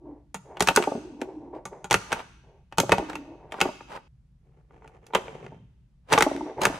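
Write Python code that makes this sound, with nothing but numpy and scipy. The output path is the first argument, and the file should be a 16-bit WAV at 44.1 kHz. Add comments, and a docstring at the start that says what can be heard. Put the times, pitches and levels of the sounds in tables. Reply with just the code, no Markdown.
"""First a small ball rumbles over a board in faint air noise; then a plastic pinball toy clacks in a bare room.
Flippers, plunger and a steel ball strike the hollow case: noise cracks plus dying sines for its modes.
Bounces ring the thin playfield; rolling, rubbing and finger grips are streams of tiny random contacts.
Loose parts chatter, the feet judder on the desk, and the room adds reflections.
Two stretches of play are joined by a hard splice, where the room's ring stops short."""
import sys
import numpy as np
from scipy import signal
from scipy.fft import rfft, irfft, next_fast_len
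from scipy.io import wavfile

SR = 44100
rng = np.random.default_rng(int(sys.argv[2]) if len(sys.argv) > 2 else 0)


def wav_record(signal):
    """Record a signal, one row per channel, as 16-bit PCM in the file named by sys.argv[1]."""
    frames = np.transpose(np.atleast_2d(signal))
    bounded = np.clip(frames, -1, 1)
    # unit amplitude maps onto the largest positive 16-bit level
    quanta = np.round(bounded * 32767).astype(np.int16)
    wavfile.write(sys.argv[1], SR, quanta)


N = 299439
T = np.arange(N) / SR
HIT_T = T[:SR // 5]  # time axis of one blow, 0.2 s
LEFT_RIGHT = np.array([[1], [-1]])  # opposite signs for the two channels


def from_db(db):
    """Turn decibels into a gain."""
    return 10 ** (np.asarray(db) / 20)


def rms_one(x):
    """Scale a sound to rms 1."""
    return x / np.sqrt(np.mean(x ** 2) + 1e-20)


def attack_one(x, size=SR // 125):
    """Scale a blow to rms 1 over its first samples, 8 ms unless told otherwise."""
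    return x / np.sqrt(np.mean(x[..., :size] ** 2) + 1e-20)


def at_hz(points, hz):
    """Read a table between its points, on a log-frequency axis."""
    f, value = np.transpose(points)
    return np.interp(np.log(hz), np.log(f), value)


def fft_hz(n):
    """Frequencies of a real FFT of n samples, with 1 Hz in place of zero."""
    return np.maximum(np.arange(n // 2 + 1) * SR / n, 1)


def add(out, s, sound):
    """Mix a sound in at time s."""
    i = int(s * SR)
    out[:, i:i + sound.shape[-1]] += sound[..., :N - i]


def gain_curve(rows, attack_s, release_s, slope_db_per_s):
    """Gain of strokes that swell, hold on a slope and fade; attack and release each span 20 dB."""
    out = np.zeros(N)
    for start, length, db in rows:
        held = np.clip(T, start, start + length)
        outside = np.maximum(held - T, 0) / attack_s + np.maximum(T - held, 0) / release_s
        slope_db = slope_db_per_s * (held - start - length / 2)
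        stroke = from_db(db + slope_db - 20 * np.minimum(outside, 10))
        out = np.maximum(out, stroke)
    return out


def colour(x, spectrum):
    """Filter a sound by a table of levels over frequency, then scale it to rms 1."""
    n = next_fast_len(x.shape[-1])
    gain = from_db(at_hz(spectrum, fft_hz(n)))
    return rms_one(irfft(rfft(x, n) * gain, n)[..., :x.shape[-1]])


def band(x, low_hz, high_hz):
    """Keep one frequency band with a causal filter."""
    edges = [low_hz, min(high_hz, SR / 2 - 100)]
    return signal.sosfilt(signal.butter(2, edges, "band", fs=SR, output="sos"), x)


def waver(per_s, depth_db):
    """A gain that wanders at random between knots."""
    knots = rng.standard_normal(1000)
    return from_db(depth_db * np.interp(T * per_s, np.arange(len(knots)), knots))


def grains(per_s, spread_db):
    """Tiny contacts at random moments, of random sign and size."""
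    sizes = from_db(spread_db * np.minimum(rng.exponential(1, N), 4)) * rng.choice([-1, 1], N)
    return sizes * (rng.random(N) < per_s / SR)


def note(hz, t60):
    """One dying sine, rms 1 in its attack."""
    return attack_one(from_db(-60 * HIT_T / t60) * np.sin(2 * np.pi * hz * HIT_T))


MODE_DETUNING = .02  # random spread of mode pitch from blow to blow, as a share of pitch


def ring(modes, t60_at_1k, scatter_db):
    """Struck modes, each with a random strength and sign from blow to blow; high ones die sooner."""
    hz, db = np.transpose(modes)[:, :, None]
    hz = hz * (1 + MODE_DETUNING * rng.standard_normal(hz.shape))
    t60 = t60_at_1k * (1000 / hz) ** (1 / 3)
    strength = from_db(db + scatter_db * rng.standard_normal(hz.shape))
    strength = strength * rng.choice([-1, 1], hz.shape)
    return np.sum(strength * from_db(-60 * HIT_T / t60) * np.sin(2 * np.pi * hz * HIT_T), axis=0)


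def scraping(slips, spectrum, width=0.6, count=6):
    """Each slip is a tiny 22 ms noise blow on one of several spots of the case; rms 1."""
    out = 0
    spots = rng.integers(0, count, N)
    for k in range(count):
        mid, side = rng.standard_normal((2, len(HIT_T))) * from_db(-60 * HIT_T / .022)
        blow = mid + width * band(side, 600, 8000) * LEFT_RIGHT
        here = (slips * (spots == k))[None]
        out = out + signal.oaconvolve(here, blow, axes=1)[:, :N]
    return colour(out, spectrum)


# How alike spread-out sound is at left and right: f/Hz, likeness (1 = the same)
LIKENESS = [(60, .99), (290, .88), (640, .55), (1400, .38), (3100, .22), (7000, .3), (14000, .8)]


def diffuse(n):
    """White stereo noise whose two sides are more or less alike at each frequency."""
    mid, side = rfft(rng.standard_normal((2, n)))
    alike = np.clip(at_hz(LIKENESS, fft_hz(n)), -1, 1)
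    return irfft(np.sqrt(1 + alike) * mid + np.sqrt(1 - alike) * side * LEFT_RIGHT, n)


# Tone of the faint air noise, before scaling to rms 1: f/Hz, relative level/dB
AIR_SPECTRUM = [(12, -37.5), (22, -23), (38, -12), (58, -4.5), (91, -19.5), (130, -9.5), (377, -43.5),
                (4300, -57), (12100, -64.5), (16000, -74)]


def air(level_db=-57.5):
    """Steady, mostly low noise in the air: random noise given a fixed tone."""
    return from_db(level_db) * colour(diffuse(next_fast_len(N))[:, :N], AIR_SPECTRUM)


# Late sound of the room: f/Hz, level/dB
ROOM_LEVEL = [(60, -21.5), (200, -17.5), (400, -19), (1000, -19.5), (2500, -23.5), (4500, -18),
              (6200, -18.5), (10000, -22.5), (11700, -19), (12800, -32.5), (15000, -36)]
# How long the late sound takes to fall by 60 dB: f/Hz, t60/s
ROOM_T60 = [(60, 3.9), (400, 0.29), (1200, 0.68), (3000, 0.99), (7000, 0.74), (15000, 0.32)]


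def room(x, early_db=-17, early_t60=0.073, build_s=0.014):
    """Quick reflections from desk and walls, then a long faint tail that dies band by band."""
    t, response = T[:SR * 3 // 2], 0
    edges = np.geomspace(40, 18000, 13)
    noises = diffuse(len(t)), diffuse(len(t))
    onset = 1 - np.exp(-(t / build_s) ** 2)
    early = from_db(early_db) * rms_one(onset * from_db(-60 * t / early_t60))
    for k, (low, high) in enumerate(zip(edges, edges[1:])):
        hz = np.sqrt(low * high)
        tail = rms_one(onset * from_db(-60 * t / at_hz(ROOM_T60, hz)))
        late = from_db(at_hz(ROOM_LEVEL, hz)) * tail
        # neighbouring bands take turns between two noises
        response = response + band(noises[k % 2], low, high) * np.hypot(late, early) / np.sqrt(len(t))
    return signal.fftconvolve(x, response, axes=1)[:, :N]


# The toy's feet judder on the desk: start t/s, length t/s, level/dB
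SHIFTS = [(1.925, 0.037, -39.5), (2.79, 0.011, -30.5), (5.42, 0.2, -50), (6.12, 0.065, -37.5),
          (6.58, 0.16, -43)]


def shifting():
    """Pushed or jolted, the toy judders on the desk: a low rumble of many tiny contacts."""
    judder = rms_one(band(grains(per_s=1600, spread_db=2.0), 95, 175.7))
    return gain_curve(SHIFTS, attack_s=0.014, release_s=.09, slope_db_per_s=0) * judder


# Fingers slide over the case and shift it: start t/s, length t/s, level halfway/dB before level_db
GRIPS = [(4.46, 0.15, -66.5), (4.725, 0.049, -52.5), (4.835, 0.038, -52.5), (4.92, 0.036, -51.5),
         (5.03, 0.12, -54), (5.22, 0.26, -42.5), (5.41, 0.093, -44.5)]
# Tone of skin on the hollow case, before scaling to rms 1: f/Hz, relative level/dB per Hz
SKIN_SPECTRUM = [(60, -11.5), (135, 9), (230, 0.5), (420, 10), (620, -2.5), (900, 1), (1500, -12),
                 (2500, -13.5), (4500, -34), (6300, -28), (11000, -40), (15500, -54)]


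def handling(level_db=-2):
    """Fingers drag over the case in sparser, duller slips than the plastic parts make."""
    slips = grains(per_s=700, spread_db=3) * waver(per_s=40, depth_db=2.5)
    strokes = gain_curve(GRIPS, attack_s=0.049, release_s=0.1, slope_db_per_s=6)
    return from_db(level_db) * strokes * scraping(slips, SKIN_SPECTRUM)


# Light touches of fingers and loose buttons: t/s, level/dB, hardness/dB (tick against body)
TAPS = [(2.194, -39.5, -2), (3.807, -41, -5.5), (3.974, -39, -7), (4.708, -56.5, -9), (4.822, -52, -7),
        (4.846, -47.5, -13), (4.896, -55, -13), (4.96, -59, -11), (5.105, -48.5, -15), (5.281, -36.5, -5),
        (5.465, -43.5, 0.5), (6.364, -40.5, 12)]
# Ringing modes of the hollow case, also used for hard blows: f/Hz, relative level/dB
CASE_MODES = [(130, -5.5), (185, 3), (255, -5), (378, 1), (450, 0.5), (564, -4), (802, 1.5), (900, 4),
              (1184, -1), (1449, 2.5), (1756, -9.5), (1950, 0), (2212, -1.5), (2550, 0), (2788, -8.5),
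              (3266, -4.5), (3874, -16.5), (5950, -12.5), (6350, -10.5)]
# Crowded short modes of the plastic, for taps, chatter and knocks: f/Hz, relative level/dB per Hz
CRACK_SPECTRUM = [(70, 6.5), (200, -5), (400, 1), (900, 2), (1900, 2), (2700, 1.5), (3500, -6), (5000, -15),
                  (6200, -13.5), (8000, -15), (10000, -21.5), (12500, -15), (15500, -25.5)]


def taps(t60=0.012, case_t60=.04, top_hz=5000):
    """Fingertips knock dully on the case; nails and loose buttons tick, brighter when harder."""
    out = np.zeros((2, N))
    for s, db, hardness_db in TAPS:
        crack = colour(rng.standard_normal(len(HIT_T)), CRACK_SPECTRUM) * from_db(-60 * HIT_T / t60)
        tick = attack_one(band(crack, 400, max(top_hz * from_db(hardness_db), 1000)))
        body = attack_one(band(ring(CASE_MODES, case_t60, scatter_db=2.5), 400, 1200))
        add(out, s, from_db(db) * attack_one(body + from_db(hardness_db) * tick))
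    return out


# Buttons, plunger and ball slide on plastic: start t/s, length t/s, level halfway/dB before level_db
RUBS = [(1.55, 0.025, -57), (2.105, 0.1, -36.5), (3.095, 0.036, -41), (3.53, 0.094, -44.5),
        (3.64, 0.033, -35.5), (3.9, 0.064, -39.5), (6.122, 0.035, -21.5), (6.628, 0.024, -22.5),
        (6.69, 0.091, -38)]
# Tone of plastic sliding on plastic, before scaling to rms 1: f/Hz, relative level/dB
RUB_SPECTRUM = [(100, -9.5), (250, -6), (420, 1), (900, 2), (1600, -7), (2400, -9), (4500, -20.5),
                (6300, -23), (11000, -30), (15500, -27)]


def rubbing(level_db=-2):
    """Sliding plastic sticks and slips under uneven pressure."""
    slips = grains(per_s=1200, spread_db=3) * waver(per_s=60, depth_db=2)
    strokes = gain_curve(RUBS, attack_s=.025, release_s=0.032, slope_db_per_s=-3.5)
    return from_db(level_db) * strokes * scraping(slips, RUB_SPECTRUM)


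# Runs of the ball down the slope: start t/s, length t/s, level halfway/dB before level_db and wavering
ROLLS = [(0.06, 0.12, -59.5), (0.46, 0.11, -46.5), (1.19, .14, -51.5), (1.42, 0.05, -53.5),
         (1.54, 0.034, -40.5), (1.72, 0.062, -43.5), (2.44, 0.13, -59), (3.18, 0.22, -58),
         (3.38, 0.19, -52.5), (6.466, 0.033, -37), (6.575, 0.019, -33)]
# The ball crosses the middle of the board: start t/s, length t/s, level halfway/dB before drum_db
DRUMS = [(0.05, 0.09, -42), (0.95, 0.63, -41), (3.03, 0.3, -42.5), (6.3, 0.18, -36.5)]
# Tone of the rolling rumble, before scaling to rms 1: f/Hz, relative level/dB
ROLL_SPECTRUM = [(100, -17.5), (250, -1), (400, 13.5), (600, 7), (950, 7.5), (1200, -14.5), (2000, -27.5),
                 (3000, -36), (6000, -55.5), (15000, -62)]
# Tone of fine grit under the ball, before scaling to rms 1: f/Hz, relative level/dB per Hz
GRIT_SPECTRUM = [(400, -26), (1000, 1), (2200, -1.5), (3200, -24.5), (7000, -30.5), (15000, -44.5)]
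# Ringing modes of the thin playfield, also used for bounces: f/Hz, relative level/dB
BOARD_MODES = [(275, -1), (310, -8), (380, 0.5), (440, -7.5), (560, -7.5), (630, 0), (805, -3), (905, -3.5),
               (1150, -7.5)]


def drumming(drum_hz=315, width_hz=60):
    """The board's lowest mode drums and wanders in pitch: slow noise carried on a tone; rms 1."""
    mode_hz = drum_hz * waver(per_s=14, depth_db=.85)
    low_pass = signal.butter(2, width_hz / 2, fs=SR, output="sos")
    swing = signal.sosfilt(low_pass, rng.standard_normal((2, N)))
    phase = 2 * np.pi * np.cumsum(mode_hz) / SR
    return rms_one(swing[0] * np.cos(phase) + swing[1] * np.sin(phase))


def rolling(level_db=-1, board_db=-4, grit_db=-19, drum_db=-2, drum_rumble_db=-12.5):
    """Bumps and grit under the ball shake the board, which drums as its weight crosses the middle."""
    bumps = grains(per_s=1500, spread_db=2.0)
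    board_ring = ring(BOARD_MODES[2:], t60_at_1k=0.084, scatter_db=0.5)  # without its two lowest modes
    board = rms_one(signal.fftconvolve(bumps, board_ring)[:N])
    rumble = colour(grains(per_s=900, spread_db=0.0), ROLL_SPECTRUM)
    rumble = rms_one(rumble + from_db(board_db) * band(board, 200, 1200))
    grit = colour(grains(per_s=900, spread_db=3), GRIT_SPECTRUM)
    # the ball gets louder along each run as it speeds up
    speed = gain_curve(ROLLS, attack_s=0.015, release_s=.08, slope_db_per_s=16.5)
    speed = speed * waver(per_s=45, depth_db=2.5)
    near_middle = gain_curve(DRUMS, attack_s=.07, release_s=0.045, slope_db_per_s=-1.5)
    runs = from_db(level_db) * speed * (rumble + from_db(grit_db) * grit)
    drum = drumming() + from_db(drum_rumble_db) * rumble
    return runs + from_db(drum_db) * near_middle * drum


# Ball landings: t/s, pitch of the struck spot f/Hz, level/dB,
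# flight to next landing t/s (0 = no further hops are worked out from this row)
BOUNCES = [(0.708, 926, -27.5, 0), (0.8008, 760, -22.5, 0), (0.8733, 794, -20.5, .045),
           (1.218, 466, -26.5, 0), (2.803, 450, -22.5, 0), (2.833, 450, -25.5, 0),
           (2.9952, 804, -28.5, .029), (3.655, 686, -23, 0), (3.688, 946, -30, 0), (5.1847, 444, -35.5, 0),
           (5.5208, 884, -44.5, 0), (6.1506, 460, -22.5, 0), (6.2649, 870, -19.5, 0),
           (6.3133, 614, -26, .034), (6.408, 910, -29.5, 0), (6.6978, 665, -29.5, 0)]
# each flight is this share of the last and lands softer; after a very short one the hops stop
RESTITUTION, BOUNCE_LOSS_DB, SHORTEST_FLIGHT_S = .73, 4, .022
BOUNCE_DULLING = 0.54  # a softer landing is duller: share of the pitch kept at each bounce


def landings():
    """Rows with a flight hop on in ever shorter, softer bounces: (t/s, pitch f/Hz, level/dB)."""
    rows = []
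    for s, spot_hz, db, flight_s in BOUNCES:
        rows.append((s, spot_hz, db))
        while flight_s > SHORTEST_FLIGHT_S and db > -60:
            s = s + flight_s
            db = db - BOUNCE_LOSS_DB
            flight_s = flight_s * RESTITUTION
            spot_hz = spot_hz * BOUNCE_DULLING
            rows.append((s, spot_hz, db))
    return rows


def bounces(board_t60=.036, spot_db=-5, spot_t60=0.039, repeat_s=0.0034, repeat_db=-5, soft_above_hz=450):
    """Each landing is a dull knock of the thin board with a close, softer repeat, like a desk reflection."""
    out = np.zeros((2, N))
    for s, spot_hz, db in landings():
        for delay, loss_db in [(0, 0), (repeat_s, repeat_db)]:
            board = attack_one(ring(BOARD_MODES, board_t60, scatter_db=2.5))
            knock = board + from_db(spot_db) * note(spot_hz, spot_t60)
            dull_knock = attack_one(band(knock, 140, spot_hz + soft_above_hz))
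            add(out, s + delay, from_db(db + loss_db) * dull_knock)
    return out


# Edges of the four parts of a hard blow (thump, body, clack, tick): f/Hz
REGISTERS_HZ = [50, 300, 1200, 4500, 15500]
CONTACT_S = .0004  # time in which a contact builds up
SNAP_DB, SNAP_T60 = 6, .008  # the first snap stands above the ring; t60 in s
CRACK_WIDTH = .45  # share of the crack that differs between left and right
HARD_SHORTENING = 0.0096  # growth of the main ring's decay rate per dB of hardness


def blows(rows, tone_db, spectrum, bass_t60, treble_t60, after_db, after_t60,
          modes_db, modes_t60, spot_db, spot_t60):
    """Hard contacts: a crack of crowded modes, the case's own modes and the note of the struck spot."""
    out = np.zeros((2, N))
    filters = [signal.butter(3, edges, "band", fs=SR, output="sos")
               for edges in zip(REGISTERS_HZ, REGISTERS_HZ[1:])]
    # levels are set over the first 25 ms of the thump and 8 ms of the rest
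    attacks = [SR // 40, SR // 125, SR // 125, SR // 125]
    t60s = np.geomspace(bass_t60, treble_t60, len(filters))  # the highs die first
    snap = from_db(SNAP_DB - 60 * HIT_T / SNAP_T60)
    after = from_db(after_db - 60 * HIT_T / after_t60)  # loose parts buzz on after the blow
    build = 1 - np.exp(-HIT_T / CONTACT_S)
    for s, spot_hz, level_db, hardness_db in rows:
        # a harder contact gives less body and more tick
        levels_db = level_db + np.array(tone_db) + hardness_db * np.array([0, -1, 0, 1])
        mid, side = colour(rng.standard_normal((2, len(HIT_T))), spectrum)
        crack = mid + CRACK_WIDTH * band(side, 1200, 5300) * LEFT_RIGHT
        case = from_db(modes_db) * attack_one(ring(CASE_MODES, modes_t60, scatter_db=4))
        tone = case + from_db(spot_db) * note(spot_hz, spot_t60)
        for sos, attack, db, t60 in zip(filters, attacks, levels_db, t60s):
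            body = from_db(-60 * HIT_T / t60 * np.exp(HARD_SHORTENING * hardness_db))
            fall = (snap + body + after) * build
            part = signal.sosfilt(sos, crack * attack_one(fall) + tone)
            add(out, s, from_db(db) * attack_one(part, size=attack))
    return out


# Ball against pegs and walls: t/s, pitch of the struck spot f/Hz, level/dB before the tone, hardness/dB
PINGS = [(0.344, 843, -34.5, 1.5), (1.6535, 882, -37.5, 1), (1.843, 1476, -38.5, 0)]
# Tone added to each ping's level: thump level/dB, body level/dB, clack level/dB, tick level/dB
PING_TONE_DB = (-8.5, 2, -1.5, -4)
# Crowded short modes of a ping: f/Hz, relative level/dB per Hz
PING_SPECTRUM = [(70, -7.5), (160, -3), (330, -8), (900, 4), (1400, -4), (2600, -7.5), (3600, -9),
                 (5300, -18), (6700, -3), (9000, -15), (12000, -13.5), (15500, -20.5)]
# Ringing modes of a struck peg: f/Hz, relative level/dB
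PEG_MODES = [(155, 3), (880, -2.5), (1340, -5.5), (6600, -7), (6950, -11.5)]


def pings(peg_db=-16.5, peg_t60=0.25):
    """The steel ball glances off pegs, with a bright edge, and leaves them ringing."""
    out = blows(PINGS, PING_TONE_DB, PING_SPECTRUM, bass_t60=0.097, treble_t60=0.072,
                after_db=-30.5, after_t60=.17, modes_db=1.5, modes_t60=0.09, spot_db=-5.0, spot_t60=0.044)
    for s, spot_hz, db, hardness_db in PINGS:
        peg = attack_one(ring(PEG_MODES, peg_t60, scatter_db=-2.0))
        add(out, s, from_db(db + peg_db) * peg)
    return out


# The heaviest blows ring the broad back of the case: t/s, level/dB
THUNKS = [(0.773, -22.5), (2.784, -22.5), (5.151, -25.5)]
# Ringing modes of that back: f/Hz, relative level/dB
BACK_MODES = [(372, 1), (455, 0.27), (680, -2), (930, -0.64)]


def thunks(t60=0.071):
    """A heavy blow of plunger, flipper or ball draws a hollow thunk: dying sines of the case's back."""
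    out = np.zeros((2, N))
    for s, db in THUNKS:
        add(out, s, from_db(db) * attack_one(ring(BACK_MODES, t60, scatter_db=0.5)))
    return out


CASE_T60, SPOT_T60 = .06, .03  # ring of the case at 1 kHz and of the struck spot, damped by the hands, in s


def knocks(rows, tone_db, desk_db=-11, desk_hz=53, desk_t60=0.11, ahead_s=.009, ahead_db=-24):
    """The blow lands on the case, with a faint copy 9 ms ahead; its thump sets the desk booming."""
    out = blows(rows, tone_db, CRACK_SPECTRUM, bass_t60=0.074, treble_t60=0.037,
                after_db=-38.0, after_t60=0.53, modes_db=-1.0, modes_t60=CASE_T60,
                spot_db=-3.5, spot_t60=SPOT_T60)
    out = out + from_db(ahead_db) * np.roll(out, -int(ahead_s * SR), axis=1)
    for s, spot_hz, db, hardness_db in rows:
        boom = band(note(desk_hz, desk_t60), 38, 120)
        add(out, s, from_db(db + tone_db[0] + desk_db) * boom)
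    return out


# Sharp knocks of ball, buttons and plunger on the case, which also start the chatter:
# t/s, pitch of the struck spot f/Hz, level/dB before the tone, hardness/dB (less body, more tick)
CLACKS = [(0.57, 860, -43, -5.5), (0.673, 930, -23, 4.5), (0.6858, 2614, -15.5, 0.5),
          (0.7611, 1490, -20, 10.5), (0.7721, 1457, -19.5, -6.5), (0.8242, 840, -31, -1.5),
          (0.8378, 1200, -33, -2), (1.215, 614, -37, 1), (1.9169, 806, -24, -2), (1.9411, 1406, -16.5, 1.5),
          (2.1195, 860, -29.5, -2.5), (2.127, 1576, -23, -0.5), (2.7241, 833, -45.5, -5),
          (2.9195, 1820, -15.5, -2.5), (3.098, 1380, -40.5, 1.5), (3.131, 2600, -44.5, -4),
          (3.1541, 2720, -35, -1), (3.521, 636, -37.5, -1), (3.541, 1210, -46, -13),
          (3.587, 1400, -53.5, -17), (3.6037, 2420, -29, 1.5), (3.613, 2584, -16.5, 2),
          (4.8763, 2520, -55, 1.5), (5.0662, 2630, -57, 10.5), (5.135, 930, -38, -10.5),
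          (5.1489, 860, -21.5, 0), (5.153, 520, -25, -8.5), (6.122, 1225, -24.5, -3.5),
          (6.1279, 1660, -22, 8), (6.135, 820, -19, -0.5), (6.1769, 1167, -19, -6.5),
          (6.1858, 940, -32, 13.5), (6.2072, 1535, -19, -1.5), (6.2233, 1920, -16.5, 2.5),
          (6.6524, 1746, -16, 2.5)]


def chatter(level_db=-28, t60=.5, ticks_per_s=100):
    """Every clack shakes the loose lid and levers, which tick on ever more faintly."""
    jolts = np.zeros(N)
    for s, spot_hz, db, hardness_db in CLACKS:
        jolts[int(s * SR)] += from_db(db) ** 2
    # the shaking energy adds up and leaks away; its root is the gain
    energy = signal.lfilter([1], [1, -from_db(-120 / (t60 * SR))], jolts)
    ticks = scraping(grains(ticks_per_s, spread_db=-2.5), CRACK_SPECTRUM)
    return from_db(level_db) * np.sqrt(energy) * ticks


# Dull, heavy knocks that shake the whole toy: t/s, pitch of the struck spot f/Hz, level/dB before the tone
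THUDS = [(0.6204, 578.4, -24), (2.8934, 586, -21.5), (2.925, 717, -16.5), (2.9817, 804, -22),
         (3.625, 1100, -35.5), (6.6677, 954, -22)]
# Tone added to each knock's level: thump level/dB, body level/dB, clack level/dB, tick level/dB
CLACK_TONE_DB = (-17.5, 0, 2, -7)
THUD_TONE_DB = (-12.5, 0, -10, -19)


def case_knocks():
    """Sharp clacks and dull thuds on the hollow case."""
    thuds = [(s, hz, db, 0) for s, hz, db in THUDS]
    return knocks(CLACKS, CLACK_TONE_DB) + knocks(thuds, THUD_TONE_DB)


# Flipper strokes: t/s, level at the stop/dB, level of the rebound/dB, both before the tone
FLIPS = [(0.6054, -17, -24), (1.9097, -17.5, -22.5), (2.7827, -17, -19), (6.6161, -25, -30)]
# Tone added to each flipper blow: thump level/dB, body level/dB, clack level/dB, tick level/dB
FLIP_TONE_DB = (-17, -1, -3, -4.5)


def flippers(spot_hz=860, rebound_s=.0177, rebound_hardness_db=3.5):
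    """Each lever hits its stop and rebounds a moment later with a harder tick."""
    stops = [(s, spot_hz, db, 0) for s, db, rebound_db in FLIPS]
    rebounds = [(s + rebound_s, spot_hz, rebound_db, rebound_hardness_db) for s, db, rebound_db in FLIPS]
    return knocks(stops + rebounds, FLIP_TONE_DB)


SPLICE_S = 4.08  # time of the join


def scene():
    """Two stretches of play are spliced together, so the room's ring stops short at the join."""
    touches = shifting() + handling() + taps() + rubbing()
    ball = rolling() + bounces() + pings()
    case = thunks() + chatter() + case_knocks() + flippers()
    toy = touches + ball + case
    first = T < SPLICE_S
    reflected = room(toy * first) * first + room(toy * ~first)
    return air() + reflected + toy


# Phase between the two microphone ports: f/Hz, lead of the left one/radians
PORT_LEAD = [(60, 0), (700, 0), (1100, .3), (1800, -.05), (4000, -.2), (4900, -.9), (5700, -.1),
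             (8300, -1.2), (9600, -.9), (11500, -2.3), (13000, -2.9)]


def record(dry):
    """The two ports hear the treble out of step; peaks are rounded and the top is cut."""
    n = next_fast_len(N + SR // 10)
    lead = at_hz(PORT_LEAD, fft_hz(n))
    heard = irfft(rfft(dry, n) * np.exp(.5j * lead * LEFT_RIGHT), n)[:, :N]
    top = 1.1  # level that rounded peaks cannot pass
    rounded = top * np.tanh(heard / top)
    top_cut = signal.cheby2(14, 70, 17000, fs=SR, output="sos")  # 70 dB down from 17 kHz
    return signal.sosfilt(top_cut, rounded)


dry = scene()
out = record(dry)
wav_record(out)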